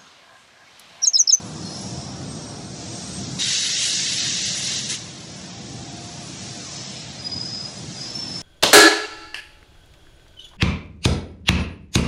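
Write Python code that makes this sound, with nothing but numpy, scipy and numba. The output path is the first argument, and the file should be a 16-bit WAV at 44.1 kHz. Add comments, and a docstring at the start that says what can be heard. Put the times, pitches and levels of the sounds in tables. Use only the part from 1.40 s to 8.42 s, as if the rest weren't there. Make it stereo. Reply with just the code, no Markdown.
"""Motors and fans rumble and hum throughout in a large factory hall: shaped noise and wavering tones.
Distant air lines hiss in swells of flickering noise; dry rollers and brakes squeal as fluttering tones.
A valve nearby snaps open and vents compressed air: bright turbulent noise through a ringing nozzle.
The hall is heard from the floor on a phone with one microphone: its gain control ducks everything under
the blast and lets it back slowly; weak treble drops out in patches."""
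import sys
import numpy as np
from scipy import signal
from scipy.fft import rfft, irfft
from scipy.io import wavfile
from scipy.ndimage import uniform_filter1d
from numba import njit

SR = 44100
rng = np.random.default_rng(int(sys.argv[2]) if len(sys.argv) > 2 else 0)


def to_linear_factor(level_db):
    """Convert decibel levels (scalar or array-like) to linear amplitude factors."""
    exponent = np.asarray(level_db, float) / 20
    return 10 ** exponent


def wrap_up_sound(samples):
    """Save the sound to the file named by the first command line argument, as 16-bit audio."""
    columns = np.atleast_2d(samples).T
    # keep every value between -1 and 1, then stretch to whole-number steps
    tamed = np.clip(columns, -1, 1)
    steps = np.round(tamed * 32767).astype(np.int16)
    wavfile.write(sys.argv[1], SR, steps)


N = 309512
TIME = np.arange(N) / SR

# Spectrum of the low machine rumble: (frequency [Hz], relative level per Hz [dB])
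RUMBLE_SPECTRUM = [(15, -66), (25, -21.5), (43, -27.5), (77, -7), (114, -0.5), (182, 0), (220, -5),
                   (323, -8), (450, -18.5), (700, -63)]
# Load on the machines: (time [s], rumble level before surges and throbs [dB])
MACHINE_LOAD = [(0, -34), (.9, -34), (1.5, -34), (1.9, -34.5), (2.2, -34.5), (2.7, -30.5), (3.42, -31.5),
                (3.9, -34.5), (4.15, -37.5), (4.4, -37.5), (4.65, -37.5), (4.9, -37), (5.6, -38),
                (5.95, -38), (6.25, -37), (6.47, -37.5), (6.7, -35.5), (7.02, -37.5)]
# Throbs of the deep rumble: (loudest moment [s], length [s], lift over the level between throbs [dB])
RUMBLE_THROBS = [(.2, .2, 4), (.56, .1, 3), (.9, .2, 4), (1.85, .25, 4), (2.88, .12, 4), (3.42, .25, 3),
                 (4.35, .4, 5), (5.4, .08, 4), (5.95, .3, 4), (6.46, .15, 6), (6.9, .15, 4)]
BETWEEN_THROBS_DB = -2
SURGE_DB, SURGES_PER_S = .7, 5.5  # random unevenness of the load
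# Spectrum of far belts and chains: (frequency [Hz], relative level per Hz [dB])
CLATTER_SPECTRUM = [(250, -29), (380, -10.5), (480, -1), (694, 1.5), (855, -2.5), (1600, -11), (2400, -25)]
CLATTER_DB, CLATTER_FOLLOWS = -45, 0.92  # level at mean load; dB per dB of load
# Motor and gear hum: (pitch [Hz], width [Hz], level before load changes [dB])
HUM_TONES = [(132.1, 9, -50), (196, 26, -48), (328.2, 10, -53), (399, 7.2, -60), (491, 12, -56),
             (592, 8, -57), (704.5, 12, -55), (784, 11, -60.5), (1051, 8, -67)]

# Spectrum of distant air leaks: (frequency [Hz], relative level per Hz [dB])
LEAK_SPECTRUM = [(2500, -27), (3500, -8.5), (4900, -1.5), (5600, 2), (6800, -2), (7880, -7), (8100, -9),
                 (9790, -12.5), (11000, -14.5), (11500, -71)]
# Spectrum of the distant blower: (frequency [Hz], relative level per Hz [dB])
BLOWER_SPECTRUM = [(700, -36), (1200, -9), (1700, -4), (2370, -2.5), (2900, -2.5), (3500, -0.5),
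                   (4300, -0.5), (6000, -13)]
# Air demand far off: (time [s], leak level [dB], blower level [dB])
FAR_AIR_FLOW = [(0, -44.5, -48.5), (.38, -40.5, -47.5), (.77, -43.5, -48.5), (1.3, -44, -49),
                (1.4, -40, -46), (1.68, -37.5, -45), (3.7, -39.5, -39.5), (3.9, -39, -42.5),
                (4.09, -41, -44), (4.48, -44, -46.5), (4.92, -40.5, -44), (5.42, -37.5, -42),
                (5.62, -40.5, -42), (5.81, -42.5, -43.5), (6.33, -42, -46.5), (6.58, -40.5, -44.5),
                (6.75, -41.5, -44), (7.02, -39.5, -44.5)]

# Thin wavering whines: (loudest moment [s], length [s], pitch [Hz], width [Hz], top level [dB])
WHINE_EVENTS = [(.05, .1, 10090, 90, -54), (.38, .24, 10050, 110, -53), (.6, .12, 8270, 70, -53),
                (.93, .15, 8270, 40, -48), (1.09, .14, 8262, 40, -48), (1.25, .2, 8255, 70, -55),
                (1.6, .25, 8265, 40, -48), (1.75, .12, 8258, 30, -42), (4.45, 1.1, 703, 25, -52.5),
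                (4.35, .6, 790, 30, -53), (3.82, .15, 10080, 110, -60), (4.75, .4, 10080, 120, -60),
                (6.8, .4, 10600, 400, -58)]
WHINE_EDGE_DB = -4.5  # level at both ends of a whine, against its top
# Dry rollers chafing: (loudest moment [s], length [s], top pitch [Hz], width [Hz], top level [dB])
ROLLER_SQUEALS = [(.27, .12, 4310, 200, -43.5), (.36, .05, 5500, 500, -41), (.32, .3, 5120, 600, -44),
                  (.33, .3, 5580, 900, -42), (.62, .33, 5150, 600, -47), (.62, .35, 5600, 900, -44),
                  (1.07, .3, 5600, 900, -46), (5.45, .25, 5280, 120, -46), (6.09, .3, 5075, 110, -34),
                  (6.29, .2, 5050, 170, -40), (6.0, .2, 5040, 120, -38), (6.13, .2, 5185, 130, -39),
                  (6.625, .13, 4940, 130, -40), (6.66, .2, 5060, 90, -42), (6.7, .1, 5230, 120, -42),
                  (6.87, .2, 4980, 300, -46), (6.95, .1, 5380, 120, -39), (6.95, .12, 5190, 150, -40)]
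SQUEAL_EDGE_DB, SQUEAL_SAG_HZ = -6.5, 45.54  # level against the top, and drop in pitch, at both ends
# Long brake squeals: (width [Hz], rows of (time [s], pitch [Hz], level [dB]))
BRAKE_SQUEALS = [ (70, [(5.34, 5200, -46), (5.4, 5190, -43), (5.55, 5170, -42), (5.63, 5160, -45)]),
                 (105, [(5.795, 4990, -43), (5.81, 4980, -34), (5.832, 4975, -33), (5.839, 4975, -38),
                 (5.85, 4965, -29), (5.872, 4955, -28), (5.883, 4950, -39), (5.9, 4950, -32),
                 (5.94, 4960, -32), (6.0, 4975, -36), (6.04, 4970, -34), (6.05, 4965, -41),
                 (6.12, 4965, -38), (6.155, 4965, -32), (6.19, 4960, -40), (6.22, 4965, -36.5),
                 (6.28, 4980, -44)]), (150, [(6.605, 5220, -41), (6.62, 5235, -37), (6.66, 5240, -40),
                 (6.68, 5250, -43), (6.695, 5300, -38), (6.712, 5355, -35), (6.735, 5350, -44),
                 (6.76, 5365, -30), (6.79, 5370, -35), (6.81, 5370, -31), (6.84, 5350, -32.5),
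                 (6.865, 5320, -35), (6.875, 5290, -42), (6.885, 5270, -33), (6.9, 5250, -41),
                 (6.915, 5250, -35), (6.93, 5270, -36), (6.955, 5290, -30), (6.98, 5330, -33),
                 (6.992, 5260, -42), (7.02, 5260, -45)])]
HALL_T60_S, HALL_DB = .4, -7  # decay time; tail against direct sound

# Spectrum of the air jet: (frequency [Hz], relative level per Hz [dB])
JET_SPECTRUM = [(400, -17.5), (800, -26), (1400, -17.5), (1600, -12), (2030, -8.5), (2390, -12), (2730, -5),
                (3410, -4), (3730, -2), (5150, -2.5), (5680, -0.5), (6610, -3.5), (7800, -8.5),
                (8200, -12.5), (11000, -14.5), (11600, -53)]
# Resonances of the nozzle: (frequency [Hz], width [Hz], boost [dB])
NOZZLE_PEAKS = [(2170, 71, 1.5), (3810, 210, 1.5), (5450, 72, -0.5), (6670, 310, 1.5)]
# Spells of air through the valve: long blast, half-shut trickle, short puff:
# (starts [s], ends [s], jet level before pressure changes [dB],
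# extra level at the start, negative where the jet builds up [dB], settling time constant [s])
VALVE_SPELLS = [(1.984, 3.401, -14, -9, 0.09), (3.414, 3.469, -19, -3.5, .1),
                (3.487, 3.547, -17, 13.5, 0.034)]
OPEN_S, SHUT_S = 0.021, 0.024  # time constants of the valve
# The tank pressure wavers and sags: (time [s], change of the jet level [dB])
TANK_PRESSURE = [(2.16, 1.5), (2.22, -1.5), (2.3, 0), (2.35, -2), (2.42, 0), (2.7, -1.5), (2.93, -3),
                 (2.98, -4), (3.2, -5.5), (3.28, -5), (3.4, -5.5)]
GUST_DB, GUSTS_PER_S = 0.5, 14
LINGER_DB, LINGER_S = -8, 0.061  # hiss that hangs in the hall
RING_HZ, RING_WIDTH_HZ, RING_DB, RING_S = 3800, 400, -3, .045  # the nozzle rings out as the valve first opens
RING_ON_DB, RING_ON_S = -11, 1.0  # and rings on faintly while the pressure is high
# Snap of the valve: (time [s], peak level [dB])
VALVE_SNAPS = [(2.0228, -3)]

# Edges of the treble bands in which left and right differ in brief blips: (frequency [Hz])
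SPREAD_EDGES = [4600, 5700, 6800, 7500, 8300, 8900, 9700, 10400, 11000]
# Chance of a blip in each of those bands: (share of moments [0 to 1])
SPREAD_SHARES = [.012, .006, .015, .045, .02, .025, .02, .003]
SPREAD_DB = -3  # side level against its band


def walk(rate):
    """Random levels held 1 / rate s and slewed twice; spread near 1."""
    hold = int(SR / rate)
    steps = np.repeat(rng.standard_normal(N // hold + 1), hold)
    return 1.43 * uniform_filter1d(uniform_filter1d(steps, hold), hold)[:N]


def unit(x):
    """Scale to rms 1."""
    return x / np.sqrt(np.mean(x ** 2))


def curve(rows, column, fade_s=0.0075):
    """One column over time, and a gate that falls away outside the table."""
    rows = np.asarray(rows)
    outside = np.maximum(rows[0, 0] - TIME, TIME - rows[-1, 0]).clip(0)
    return np.interp(TIME, rows[:, 0], rows[:, column]), np.exp(-outside / fade_s)


def turbulence(spectrum, flicker_db, rate, peaks=()):
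    """Coloured noise in third-octave bands that flicker, each partly with its neighbour."""
    hz = np.maximum(np.fft.rfftfreq(N, 1 / SR), 1)
    points = np.asarray(spectrum)
    db = np.interp(np.log(hz), np.log(points[:, 0]), points[:, 1])
    for peak_hz, width, boost_db in peaks:
        db = db + boost_db / (1 + (2 * (hz - peak_hz) / width) ** 2)
    noise = to_linear_factor(db) * rfft(rng.standard_normal(N))
    out, last = 0, walk(rate)
    for octave in np.arange(np.log2(points[0, 0]), np.log2(points[-1, 0]) + 1 / 3, 1 / 3):
        window = np.clip(1 - 3 * np.abs(np.log2(hz) - octave), 0, 1)
        band = irfft(noise * window, N)
        own = walk(rate)
        out = out + to_linear_factor(flicker_db * (own + last) / np.sqrt(2)) * band
        last = own
    return unit(out)


def tones(strands, rough):
    """Self-excited ringing: a steady core plus a band of stick-slip flutter around it."""
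    out = 0
    for width, rows in strands:
        hz, gate = curve(rows, column=1)
        db, _ = curve(rows, column=2)
        grip = 1 + rough * (walk(width) + 1j * walk(width))
        ring = np.real(grip * np.exp(2j * np.pi * np.cumsum(hz) / SR))
        out = out + to_linear_factor(db) * gate * unit(ring)
    return out


def arches(events, edge_db, sag_hz):
    """Each event swells to its top and sinks again; pitch sags with the grip."""
    strands = []
    for s, length, hz, width, db in events:
        start = (s - length / 2, hz - sag_hz, db + edge_db)
        end = (s + length / 2, hz - sag_hz, db + edge_db)
        strands.append((width, [start, (s, hz, db), end]))
    return strands


def hall(x):
    """Direct sound plus a dense decaying tail from walls and roof."""
    t = np.arange(SR) / SR
    tail = rng.standard_normal(SR) * np.exp(-np.log(1000) * t / HALL_T60_S) * (t > .012)
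    wet = signal.fftconvolve(x, tail / np.sqrt(np.sum(tail ** 2)))[:N]
    return (x + to_linear_factor(HALL_DB) * wet) / np.sqrt(1 + to_linear_factor(2 * HALL_DB))


def machines():
    """Low rumble, blurred clatter of far belts and chains, and a slightly wandering hum."""
    load_db = curve(MACHINE_LOAD, column=1)[0]
    rumble_db = load_db + SURGE_DB * walk(SURGES_PER_S)
    clatter_db = CLATTER_DB + CLATTER_FOLLOWS * (load_db - np.mean(load_db))
    hum = 0
    for hz, width, db in HUM_TONES:
        # the hall smears each tone into a narrow wavering band
        sway = walk(width) + 1j * walk(width)
        hum = hum + to_linear_factor(db) * unit(np.real((1.0 + sway) * np.exp(2j * np.pi * hz * TIME)))
    throb_db = BETWEEN_THROBS_DB
    for s, length, db in RUMBLE_THROBS:
        throb_db = throb_db + db * np.exp(-(2 * (TIME - s) / length) ** 2)
    rumble = to_linear_factor(rumble_db + throb_db) * turbulence(RUMBLE_SPECTRUM, flicker_db=.6, rate=10)
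    clatter = to_linear_factor(clatter_db) * turbulence(CLATTER_SPECTRUM, flicker_db=1.0, rate=8)
    return rumble + clatter + to_linear_factor(rumble_db - np.mean(rumble_db)) * hum


def far_air():
    """Bright hiss of distant leaks and the duller rush of a blower, both swelling with the flow."""
    leak_db = curve(FAR_AIR_FLOW, column=1)[0]
    leaks = to_linear_factor(leak_db) * turbulence(LEAK_SPECTRUM, flicker_db=0.96, rate=13)
    blower_db = curve(FAR_AIR_FLOW, column=2)[0]
    blower = to_linear_factor(blower_db) * turbulence(BLOWER_SPECTRUM, flicker_db=0.7, rate=7.9)
    return leaks + blower


def whines():
    """Thin tones of constant centre pitch that waver, swell and sink."""
    return tones(arches(WHINE_EVENTS, WHINE_EDGE_DB, sag_hz=0), rough=.9)


def rollers():
    """Dry rollers stick and slip: rough squeals whose pitch and level arch with the grip."""
    return tones(arches(ROLLER_SQUEALS, SQUEAL_EDGE_DB, SQUEAL_SAG_HZ), rough=4)


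def brakes():
    """Brakes held in stick-slip: long, purer squeals that glide in pitch and pulse in level."""
    return tones(BRAKE_SQUEALS, rough=.6)


def valve():
    """A jet of air through a ringing nozzle, with a snap as the valve opens."""
    pressure_db = curve(TANK_PRESSURE, column=1)[0]
    flow = 0
    for starts, ends, db, start_db, settle_s in VALVE_SPELLS:
        since = np.maximum(TIME - starts, 0)
        jet_db = db + start_db * np.exp(-since / settle_s) + pressure_db
        rise = 1 - np.exp(-since / OPEN_S)
        fall = np.exp(-np.maximum(TIME - ends, 0) / SHUT_S)
        flow = flow + to_linear_factor(jet_db) * rise * fall
    keep = np.exp(-1 / (LINGER_S * SR))
    linger = to_linear_factor(2 * LINGER_DB) * signal.lfilter([1 - keep], [1, -keep], flow ** 2)
    gusty = np.sqrt(flow ** 2 + linger) * to_linear_factor(GUST_DB * walk(GUSTS_PER_S))
    jet = gusty * turbulence(JET_SPECTRUM, flicker_db=1.0, rate=26, peaks=NOZZLE_PEAKS)
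    since = np.maximum(TIME - VALVE_SPELLS[0][0], 0)
    ring_level = flow * (np.exp(-since / RING_S) + to_linear_factor(RING_ON_DB) * np.exp(-since / RING_ON_S))
    ring_rows = [(0, RING_HZ, RING_DB), (N / SR, RING_HZ, RING_DB)]
    out = jet + ring_level * tones([(RING_WIDTH_HZ, ring_rows)], rough=4)
    for s, db in VALVE_SNAPS:
        # a sub-millisecond burst at the nozzle's pitch
        burst = np.exp(-((TIME - s) / .0003) ** 2) * np.cos(2 * np.pi * 3800 * (TIME - s))
        out = out + to_linear_factor(db) * burst
    return out


def scene():
    """Everything reaches one microphone."""
    squeals = hall(brakes() + rollers())
    mono = machines() + far_air() + whines() + squeals + valve()
    return np.array([mono, mono])


@njit
def follow(level, attack, release, start):
    """Level estimate that rises fast and sinks slowly."""
    out, held = np.empty(len(level)), start
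    for i in range(len(level)):
        held += (level[i] - held) * (attack if level[i] > held else release)
        out[i] = held
    return out


def gain_control(x):
    """Turns the whole sound down by 0.6 dB for each dB its held level lies over the threshold."""
    threshold_db, attack_s, release_s = -27.5, 0.0086, .9
    heard_db = 10 * np.log10(uniform_filter1d(x ** 2, 441) + 1e-12)  # 10 ms mean
    held_db = follow(heard_db, 1 / (attack_s * SR), 1 / (release_s * SR), threshold_db)
    return x * to_linear_factor(-.6 * np.maximum(held_db - threshold_db, 0))


def dropouts(x, under_db, hollow_db, treble_db, slope_db, grain):
    """Patches far weaker than their moment fall silent, sooner near 2.5 kHz and in the top treble;
    the rest turns grainy."""
    hz, _, z = signal.stft(x, SR, nperseg=2048, noverlap=1024)
    patch = np.abs(uniform_filter1d(np.abs(z) ** 2, size=5, axis=0)) + 1e-16
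    moment = np.median(patch[(hz > 2500) & (hz < 8000)], axis=0)
    treble = np.clip((hz - 7600) / 500, 0, 1)
    hollow = np.exp(-((hz - 2500) / 700) ** 2)
    edge_db = under_db + hollow_db * hollow + treble * (treble_db + slope_db * (hz - 8000) / 1000)
    keep = (patch > to_linear_factor(2 * edge_db)[:, None] * moment) | (hz < 400)[:, None]
    # strong patches gain and weak ones lose against their neighbours
    log_patch = np.log(patch)
    stands_out = log_patch - uniform_filter1d(log_patch, size=31, axis=0)
    contrast = np.exp(grain * (hz > 900)[:, None] * stands_out)
    grainy = z * keep * np.minimum(contrast, 1.25)
    return signal.istft(grainy, SR, nperseg=2048, noverlap=1024)[1][:N]


def treble_spread(x):
    """Side signal: brief blips of delayed treble bands, so that left and right differ a little."""
    side = 0
    for low_hz, high_hz, share in zip(SPREAD_EDGES, SPREAD_EDGES[1:], SPREAD_SHARES):
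        band_filter = signal.butter(8, [low_hz, high_hz], "band", fs=SR, output="sos")
        band = signal.sosfilt(band_filter, x)
        blips = np.repeat(1. * (rng.random(N // 1024 + 1) < share), 1024)[:N]
        side = side + to_linear_factor(SPREAD_DB) * uniform_filter1d(blips, size=1024) * np.roll(band, 300)
    return side


def band_limit(x):
    """A steep low-pass at the top of the band."""
    return signal.sosfilt(signal.butter(12, 11150, fs=SR, output="sos"), x)


def record(dry):
    """Gain control turns loud passages down; weak patches drop out; the treble flickers left to right."""
    level = gain_control(dry[0])
    patchy = dropouts(level, under_db=-17.5, hollow_db=9, treble_db=9.5, slope_db=-0.17, grain=0.55)
    side = treble_spread(patchy)
    mix = np.array([patchy + side, patchy - side])
    return band_limit(mix)


dry = scene()
out = record(dry)
wrap_up_sound(out)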